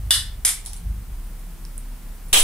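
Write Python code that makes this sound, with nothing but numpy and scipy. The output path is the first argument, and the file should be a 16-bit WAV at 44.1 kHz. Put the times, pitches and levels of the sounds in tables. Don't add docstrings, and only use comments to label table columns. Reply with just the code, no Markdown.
import sys
import numpy as np
from scipy import signal
from scipy.fft import rfft, irfft, next_fast_len
from scipy.io import wavfile
from scipy.ndimage import uniform_filter1d

SR = 44100
rng = np.random.default_rng(int(sys.argv[2]) if len(sys.argv) > 2 else 0)


def level_to_linear(level):
    exponent = np.asarray(level, float) / 20
    return 10 ** exponent


def unload_wav(signal):
    wavfile.write(
        sys.argv[1],
        SR,
        np.round(np.clip(np.atleast_2d(signal).T, -1, 1) * 32767).astype(np.int16),
    )


N = 107427
TIME = np.arange(N) / SR


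def since(s):
    return np.clip(TIME - s, 0, None)


def unit(x):
    return x / np.sqrt(np.mean(x ** 2) + 1e-20)


def along(points, hz):
    f, v = np.transpose(points)
    return np.interp(np.log(hz + 1), np.log(f + 1), v)


def curves(rows):
    s, *columns = np.transpose(rows)
    return [np.interp(TIME, s, column) for column in columns]


def filtered(x, response):
    m = next_fast_len(N + SR // 2)
    return irfft(rfft(x, m) * response(np.fft.rfftfreq(m, 1 / SR)), m)[..., :N]


def above(corner_hz, order):
    return lambda hz: 1 / (1 + (corner_hz / (hz + 1)) ** order)


def resonances(peaks):
    def response(f):
        total = 0
        for k, (centre, width, db) in enumerate(peaks):
            push_back = 1j * f * width
            total = total + (-1) ** k * level_to_linear(db) * push_back / (centre * centre - f * f + push_back)
        return total
    return response


def causal(spectrum):
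    cepstrum = irfft(np.log(level_to_linear(along(spectrum, np.fft.rfftfreq(2048, 1 / SR))) + 1e-5))
    cepstrum[1:1024] *= 2
    cepstrum[1025:] = 0
    return unit(irfft(np.exp(rfft(cepstrum)))[:1024]) / 32


def coloured(x, spectrum):
    return signal.fftconvolve(x, causal(spectrum)[None], axes=1)[:, :N]


def crackle(per_s, spread_db):
    chance, size, sign = rng.random((3, N))
    height = level_to_linear(-spread_db * np.log(size + 0.0011))
    return unit((chance < per_s / SR) * height * np.sign(sign - .5))


def blend(a, b, alike):
    turn = np.arccos(np.clip(alike, -1, 1)) / 2
    return np.array([np.cos(turn) * a + np.sin(turn) * b, np.cos(turn) * a - np.sin(turn) * b])


def wander():
    return np.interp(TIME * 25, np.arange(80), rng.standard_normal(80))


def hum(hz, width, order):
    noise = filtered(rng.standard_normal(N), lambda f: resonances([(hz, width, 0)])(f) ** order)
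    return np.sqrt(2) * np.sin(2 * np.pi * hz * TIME) + .5 * unit(noise)


# (frequency [Hz], t60 [s])
ROOM = [(300, 0.12), (2000, 0.43), (8000, 0.24), (15000, 0.11)]
ROOM_ALIKE, LAG_S = 0.36, 4e-5


def room(x, pan_db, wet_db):
    hz, t, z = signal.stft(rng.standard_normal((2, SR // 2)), SR, nperseg=256)
    fading = z * level_to_linear(-60 * t / along(ROOM, hz)[:, None])
    tail = blend(*signal.istft(fading, SR, nperseg=256)[1], ROOM_ALIKE)
    late = np.pad(x, ((0, 0), (200, 0)))[:1]
    wet = signal.fftconvolve(late, tail / np.linalg.norm(tail[0]), axes=1)[:, :N]
    direct = filtered(x, lambda f: np.exp(-2j * np.pi * f * LAG_S * np.array([[0], [1]])))
    return (direct + level_to_linear(wet_db) * wet) * level_to_linear([[pan_db], [-pan_db]])


# (time [s], peak level [dB], chatter length [s], t60 [s])
SNAPS = [
    (0.1069, -12, 0.046, 0.24),
    (0.4493, -12.5, 0.041, 0.23),
]
# (frequency [Hz], level [dB per Hz])
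SNAP_COLOURS = [
    [(400, -37.5), (1800, -12), (2450, -22.5), (3600, -3.5), (5300, -12), (6000, -14), (11000, -11),
     (16000, -31.5)],
    [(450, -30), (700, -17.5), (2100, -12.5), (2700, -16), (6500, -6.5), (9400, -2.5), (12000, -6),
     (16000, -32)],
]
# (frequency [Hz], width [Hz], level [dB])
WALLS = [
    [(1780, 440, -8.5), (5060, 220, 1.5), (8360, 150, 3), (9670, 200, -1), (10600, 260, -2.5)],
    [(2130, 430, 1), (3440, 490, 0.5), (5190, 400, -6.5), (7300, 360, -5.5), (8600, 270, -4.5),
     (9380, 290, -1.5)],
]
# (frequency [Hz], level [dB], t60 [s])
LID = [(2875, -11, .3), (2939, -5, .36), (3426, -9, .25), (3452, -6, .26), (3479, -2, .3), (3517, -2, .3),
       (3570, -8, .25), (3675, -10, .3), (4250, -12, .2), (4689, -12, .24), (5206, -10, .2)]
# first-slap level [dB], chatter swell time [s], lid ring level [dB]
SLAP_DB = [7.5, 4]
SWELL_S = [0.00087, 0.0037]
LID_DB = [-6.5, -40]
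PAN_DB = [0.5, 0, -0.5]
CHATTER_PER_S, CHATTER_SPREAD_DB, CHATTER_DB, SIZZLE_DB = 3000, 3, -12.5, -8.5
SNAP_ALIKE, SNAP_WET_DB, LID_WET_DB = 0.38, -9, -11
LID_WANDER = 1.1
DAMP_S, DAMP_DB = .215, 7


def snaps():
    out = np.zeros((2, N))
    rows = zip(SNAPS, SNAP_COLOURS, WALLS, SLAP_DB, SWELL_S, LID_DB, PAN_DB)
    for (s, db, hold, t60), colour, walls, slap_db, swell, lid_db, pan_db in rows:
        t = since(s)
        slap = (t > 0) * level_to_linear(slap_db - 60 * t / 0.023) * rng.standard_normal(N)
        shape = (1 - np.exp(-t / swell)) * level_to_linear(-60 * np.clip(t - hold, 0, None) / t60)
        chatter = []
        for _ in "LR":
            rattle = level_to_linear(CHATTER_DB) * crackle(CHATTER_PER_S, CHATTER_SPREAD_DB)
            chatter.append(rattle + level_to_linear(SIZZLE_DB) * rng.standard_normal(N))
        force = slap + shape * blend(*chatter, SNAP_ALIKE)
        force = filtered(force, lambda f: 0.85 + sum(resonances([w])(f) for w in walls))
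        out += room(level_to_linear(db) * coloured(force, colour), pan_db, SNAP_WET_DB)

        ring = np.zeros((2, N))
        for hz, level, life in LID:
            ear_phase = [[0], [rng.normal(0, 0.53)]]
            tone = np.sin(2 * np.pi * hz * t + LID_WANDER * wander() + ear_phase)
            ring += level_to_linear(level - 60 * t / life) * tone * (1 - np.exp(-t / 0.0005))
        damped_db = DAMP_DB * np.clip((t + s - DAMP_S) / 0.012, 0, 1)
        out += room(level_to_linear(db + lid_db - damped_db) * ring, pan_db, LID_WET_DB)
    return out


# (frequency [Hz], level [dB per Hz])
SPIT = [(1500, -12.5), (4200, -2.5), (5200, -5.5), (6300, 0), (7100, -3), (10000, 5.5), (14500, -24)]


def ping(s, db, hz, spit_db, t60, rise=0.00032):
    t = since(s)
    spit = coloured(rng.standard_normal((2, N)), SPIT)
    envelope = level_to_linear(db - 60 * t / t60) * (1 - np.exp(-t / rise))
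    return envelope * (np.sin(2 * np.pi * hz * t) + level_to_linear(spit_db) * spit)


# (time [s], flow level [dB], brightness [dB])
GAS = [
    (2.3275, -50, -8),
    (2.3295, -10.5, 2),
    (2.34, -10, -0.5),
    (2.372, -12.5, -1.5),
    (2.4, -16, 5),
    (2.412, -17.5, -9),
    (2.436, -24, 10),
]
# (frequency [Hz], level [dB per Hz])
JET = [(59, -51), (100, -11), (285, -10.5), (2200, -10), (3300, -3), (4580, -11.5), (8150, -6),
       (15500, -17.5), (16500, -42)]
# (frequency [Hz], width [Hz], level [dB])
MOUTH = [(3200, 820, 1.5), (8350, 230, 8.5), (9800, 220, 0), (10650, 380, 3)]
# (time [s], level [dB], pitch [Hz])
RIPS = [(2.34, -12, 8850), (2.3397, -8, 11080), (2.4013, -14.5, 9800), (2.404, -12, 9460),
        (2.4074, -12, 9100), (2.414, -16, 10100), (2.429, -16, 10400)]
# (frequency [Hz], width [Hz], level [dB])
WHISTLE = [(9980, 200, 4), (3200, 530, -8)]
MOUTH_DB, TEAR_DB, TEAR_PER_S, JET_ALIKE = -3, -4, 1300, 0.095
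RIP_T60_S, RIP_SPIT_DB = .012, -1.6
WHISTLE_S, WHISTLE_LENGTH_S, WHISTLE_DB = 2.365, .04, -27


def opening():
    flow_db, bright_db = curves(GAS)
    tearing = [rng.standard_normal(N) + level_to_linear(TEAR_DB) * crackle(TEAR_PER_S, 2.4) for _ in "LR"]
    force = blend(*tearing, JET_ALIKE)
    jet = unit(filtered(force, lambda hz: level_to_linear(along(JET, hz))))
    jet = jet + level_to_linear(MOUTH_DB) * unit(filtered(force, resonances(MOUTH)))
    high = filtered(jet, above(6500, 6))
    jet = jet + (level_to_linear(bright_db) - 1) * high
    jet = (TIME > GAS[0][0]) * level_to_linear(flow_db - 4.0) * jet
    rips = sum(ping(*row, RIP_SPIT_DB, RIP_T60_S) for row in RIPS) * [[1], [-1]]
    whistle = unit(filtered(rng.standard_normal(N), lambda f: resonances(WHISTLE)(f) ** 2))
    swell = (TIME > GAS[1][0]) * np.exp(-((TIME - WHISTLE_S) / WHISTLE_LENGTH_S) ** 4)
    whistle = level_to_linear(WHISTLE_DB) * swell * whistle * [[1], [-1]]
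    return room(jet + rips, -0.15, -10) + whistle


# (time [s], peak level [dB], pitch [Hz], spit level [dB])
TICKS = [(0.6505, -36, 9300, 1), (0.66, -29.5, 9700, 8), (0.6683, -36.5, 10300, 5.5),
         (0.7315, -35, 9440, 8.5), (0.764, -39.5, 8800, 6), (0.7719, -39, 8800, 4), (1.3968, -27, 9420, -6),
         (1.6514, -19.5, 5300, -6), (1.7795, -13.5, 9280, -1), (1.79, -35, 9680, -10),
         (2.2845, -18.5, 10500, -8), (2.2994, -53, 10300, -10)]
# (frequency [Hz], width [Hz], level [dB])
SCUFF = [(760, 250, 1.5), (4100, 1000, -4.5), (5840, 1300, -1), (8500, 1500, -15), (10100, 1300, -6)]
SCUFF_S, SCUFF_LENGTH_S, SCUFF_DB = 0.697, 0.046, -48
TICK_T60_S, SCRAPE_T60_S, SCRAPE_RISE_S = .0028, .016, .001
RIM_HZ = 7000


def ticks():
    def creak(rows, wet_db, *timing):
        return room(sum(ping(*row, *timing) for row in rows), PAN_DB[2], wet_db)

    scuff = unit(filtered(rng.standard_normal((2, N)), lambda f: resonances(SCUFF)(f) ** 2))
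    scuff = level_to_linear(SCUFF_DB) * scuff * np.exp(-((TIME - SCUFF_S) / SCUFF_LENGTH_S) ** 2)
    scrapes = creak(TICKS[:3], -2, SCRAPE_T60_S, SCRAPE_RISE_S)
    scrapes = scrapes + creak(TICKS[3:6], -2, SCRAPE_T60_S, SCRAPE_RISE_S)
    wall = creak(TICKS[6:8], -11, TICK_T60_S)
    rim = creak(TICKS[8:], -6, TICK_T60_S)
    return scuff + scrapes + wall + filtered(rim, above(RIM_HZ, 10))


PUSH_S, PUSH_RISE_S, PUSH_HZ, PUSH_DB = 2.327, 0.003, 4.5, -19.5
PUSH_GROWS = 6.9


def push():
    t = since(PUSH_S)
    size = level_to_linear(PUSH_DB) * (1 - np.exp(-t / PUSH_RISE_S)) * np.exp(PUSH_GROWS * t)
    return -size * np.cos(2 * np.pi * PUSH_HZ * t)


# (frequency [Hz], level [dB per Hz])
RUMBLE = [(25, -24), (42, 0.5), (52, -5), (65, -14), (173, -17), (214, -37), (300, -34), (390, -47),
          (660, -120)]
RUMBLE_DB = -43
# (frequency [Hz], level [dB per Hz])
HISS = [(150, -13), (200, -5), (300, -14.5), (600, -17.5), (900, -16.5), (3900, -25.5), (15300, -26.5),
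        (16200, -47)]
HISS_DB = -49
# (frequency [Hz], likeness [-1 to 1])
ALIKE = [(60, 0.89), (180, 0.94), (550, 0.72), (1650, 0.55), (4970, 0.26), (15000, 0.51)]


def pair(spectrum):
    def split(hz):
        turn = np.arccos(np.clip(along(ALIKE, hz), -1, 1)) / 2
        return level_to_linear(along(spectrum, hz)) * [np.cos(turn), np.sin(turn)]
    mid, side = filtered(rng.standard_normal((2, N)), split)
    return unit(np.array([mid + side, mid - side]))


# (time [s], frequency [Hz], level [dB])
SWAY = [(0.0, 34.8, -37), (0.03, 35.7, -60), (0.08, 36.3, -40), (0.12, 34.2, -57), (0.24, 32.96, -33),
        (0.49, 32.8, -39), (0.79, 32.8, -34.5), (0.87, 33.2, -49), (0.89, 34, -36), (1.03, 33.33, -42.5),
        (1.16, 33.98, -30), (1.58, 34.48, -36), (1.91, 34.4, -30.5), (2.02, 34.5, -42),
        (2.08, 32.36, -30.5), (2.21, 34.32, -39.5), (2.27, 32, -29), (2.32, 31.55, -40)]
# (time [s], level [dB])
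SHAKE = [(0, -31.5), (.09, -30), (.118, -41.5), (.18, -30.5), (.25, -40), (.43, -41.5), (.5, -48.5),
         (.83, -43), (.85, -31), (.9, -26), (.94, -36), (.97, -33), (1.03, -34.5), (1.05, -53),
         (1.1, -38.5), (1.3, -58)]
# (frequency [Hz], width [Hz], level [dB])
ARM = [(51.85, 9.4, 1.5), (75, 10, -7), (102.5, 68, -8), (169, 25, -23.5)]


def arm():
    hz, db = curves(SWAY)
    sway = np.sqrt(2) * level_to_linear(db) * np.sin(2 * np.pi * np.cumsum(hz) / SR)
    shake_db, = curves(SHAKE + [(1.67, -61)])
    shake = sum(level_to_linear(level) * hum(centre, width, 2) for centre, width, level in ARM)
    return sway + level_to_linear(shake_db) * shake + level_to_linear(RUMBLE_DB) * pair(RUMBLE)


DUCK_DB, RECOVER_S = 2.5, 0.35


def hiss():
    duck_db = sum((TIME > s) * DUCK_DB * np.exp(-np.abs(TIME - s) / RECOVER_S) for s, *_ in SNAPS)
    return level_to_linear(HISS_DB - duck_db) * pair(HISS)


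# (frequency [Hz], width [Hz], level [dB], middle time [s], length [s])
FAN = [(172.3, 6.1, -51.5, 1.5, 0.21), (175, 8.9, -48, 0.884, 0.076), (247, 7, -57.5, 1.914, 0.32),
       (338, 8, -63.5, 1.39, 0.45), (484, 5.8, -66, 1.39, 0.11)]


def fan():
    out = np.zeros(N)
    for hz, width, db, s, length in FAN:
        out += level_to_linear(db) * np.exp(-((TIME - s) / length) ** 4) * hum(hz, width, 1)
    return out


def scene():
    return snaps() + opening() + ticks() + arm() + hiss() + fan()


def roll_off(x):
    return signal.sosfilt(signal.butter(12, 16810, fs=SR, output="sos"), x)


# (frequency [Hz], level [dB])
PRESENCE = [(7200, 0), (8200, 3.5), (11200, 4), (11900, 1.5), (15700, 5.5), (16100, -18)]
# (start [s], end [s], low edge [Hz], high edge [Hz])
STARVED = [(.15, .225, 14900, 17000), (.225, .25, 15400, 17000), (.15, .178, 13800, 14300),
           (.467, .523, 14900, 17000), (.467, .505, 12900, 13500), (2.34, 2.362, 9200, 10400),
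           (2.362, 2.39, 9050, 9650), (2.342, 2.362, 13300, 14800), (2.362, 2.43, 13350, 14000),
           (2.345, 2.37, 4350, 4700), (2.335, 2.44, 15950, 17000)]
# (start [s], end [s], low edge [Hz], high edge [Hz])
STARVED_SIDE = [(2.35, 2.44, 15300, 17000), (2.382, 2.44, 10300, 11100), (2.382, 2.44, 11800, 12600),
                (2.382, 2.41, 14300, 15300), (2.425, 2.44, 11100, 14200)]
CLIP, CLIP_HARD, TOP_HZ = .52, 8, 16800
WIDE_TOP_HZ, WIDE_S = 8300, .016


def record(dry):
    def band(x, start, end, low, high, soft):
        inside = uniform_filter1d(1. * (TIME > start) * (TIME < end), size=soft)
        return filtered(x, lambda hz: (hz > low) & (hz < high)) * inside

    x = dry / (1 + np.abs(dry / CLIP) ** CLIP_HARD) ** (1 / CLIP_HARD)
    x = filtered(x, lambda hz: level_to_linear(along(PRESENCE, hz)) * (hz < TOP_HZ)) + push()
    attacks = [row[0] for row in SNAPS + TICKS[:5] + TICKS[7:9]] + [SCUFF_S]
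    wide = TIME > GAS[0][0] - .004
    for s in attacks:
        wide = wide | (np.abs(TIME - s - WIDE_S / 4) < WIDE_S)
    narrow = uniform_filter1d(1. * ~wide, size=200)
    lost_side = filtered((x[0] - x[1]) / 2 * narrow, above(WIDE_TOP_HZ, 80))
    for row in STARVED:
        x = x - band(x.mean(0), *row, 500)
    for row in STARVED_SIDE:
        lost_side = lost_side + band((x[0] - x[1]) / 2, *row, 300)
    return roll_off(x - lost_side * [[1], [-1]])


dry = scene()
out = record(dry)
unload_wav(out)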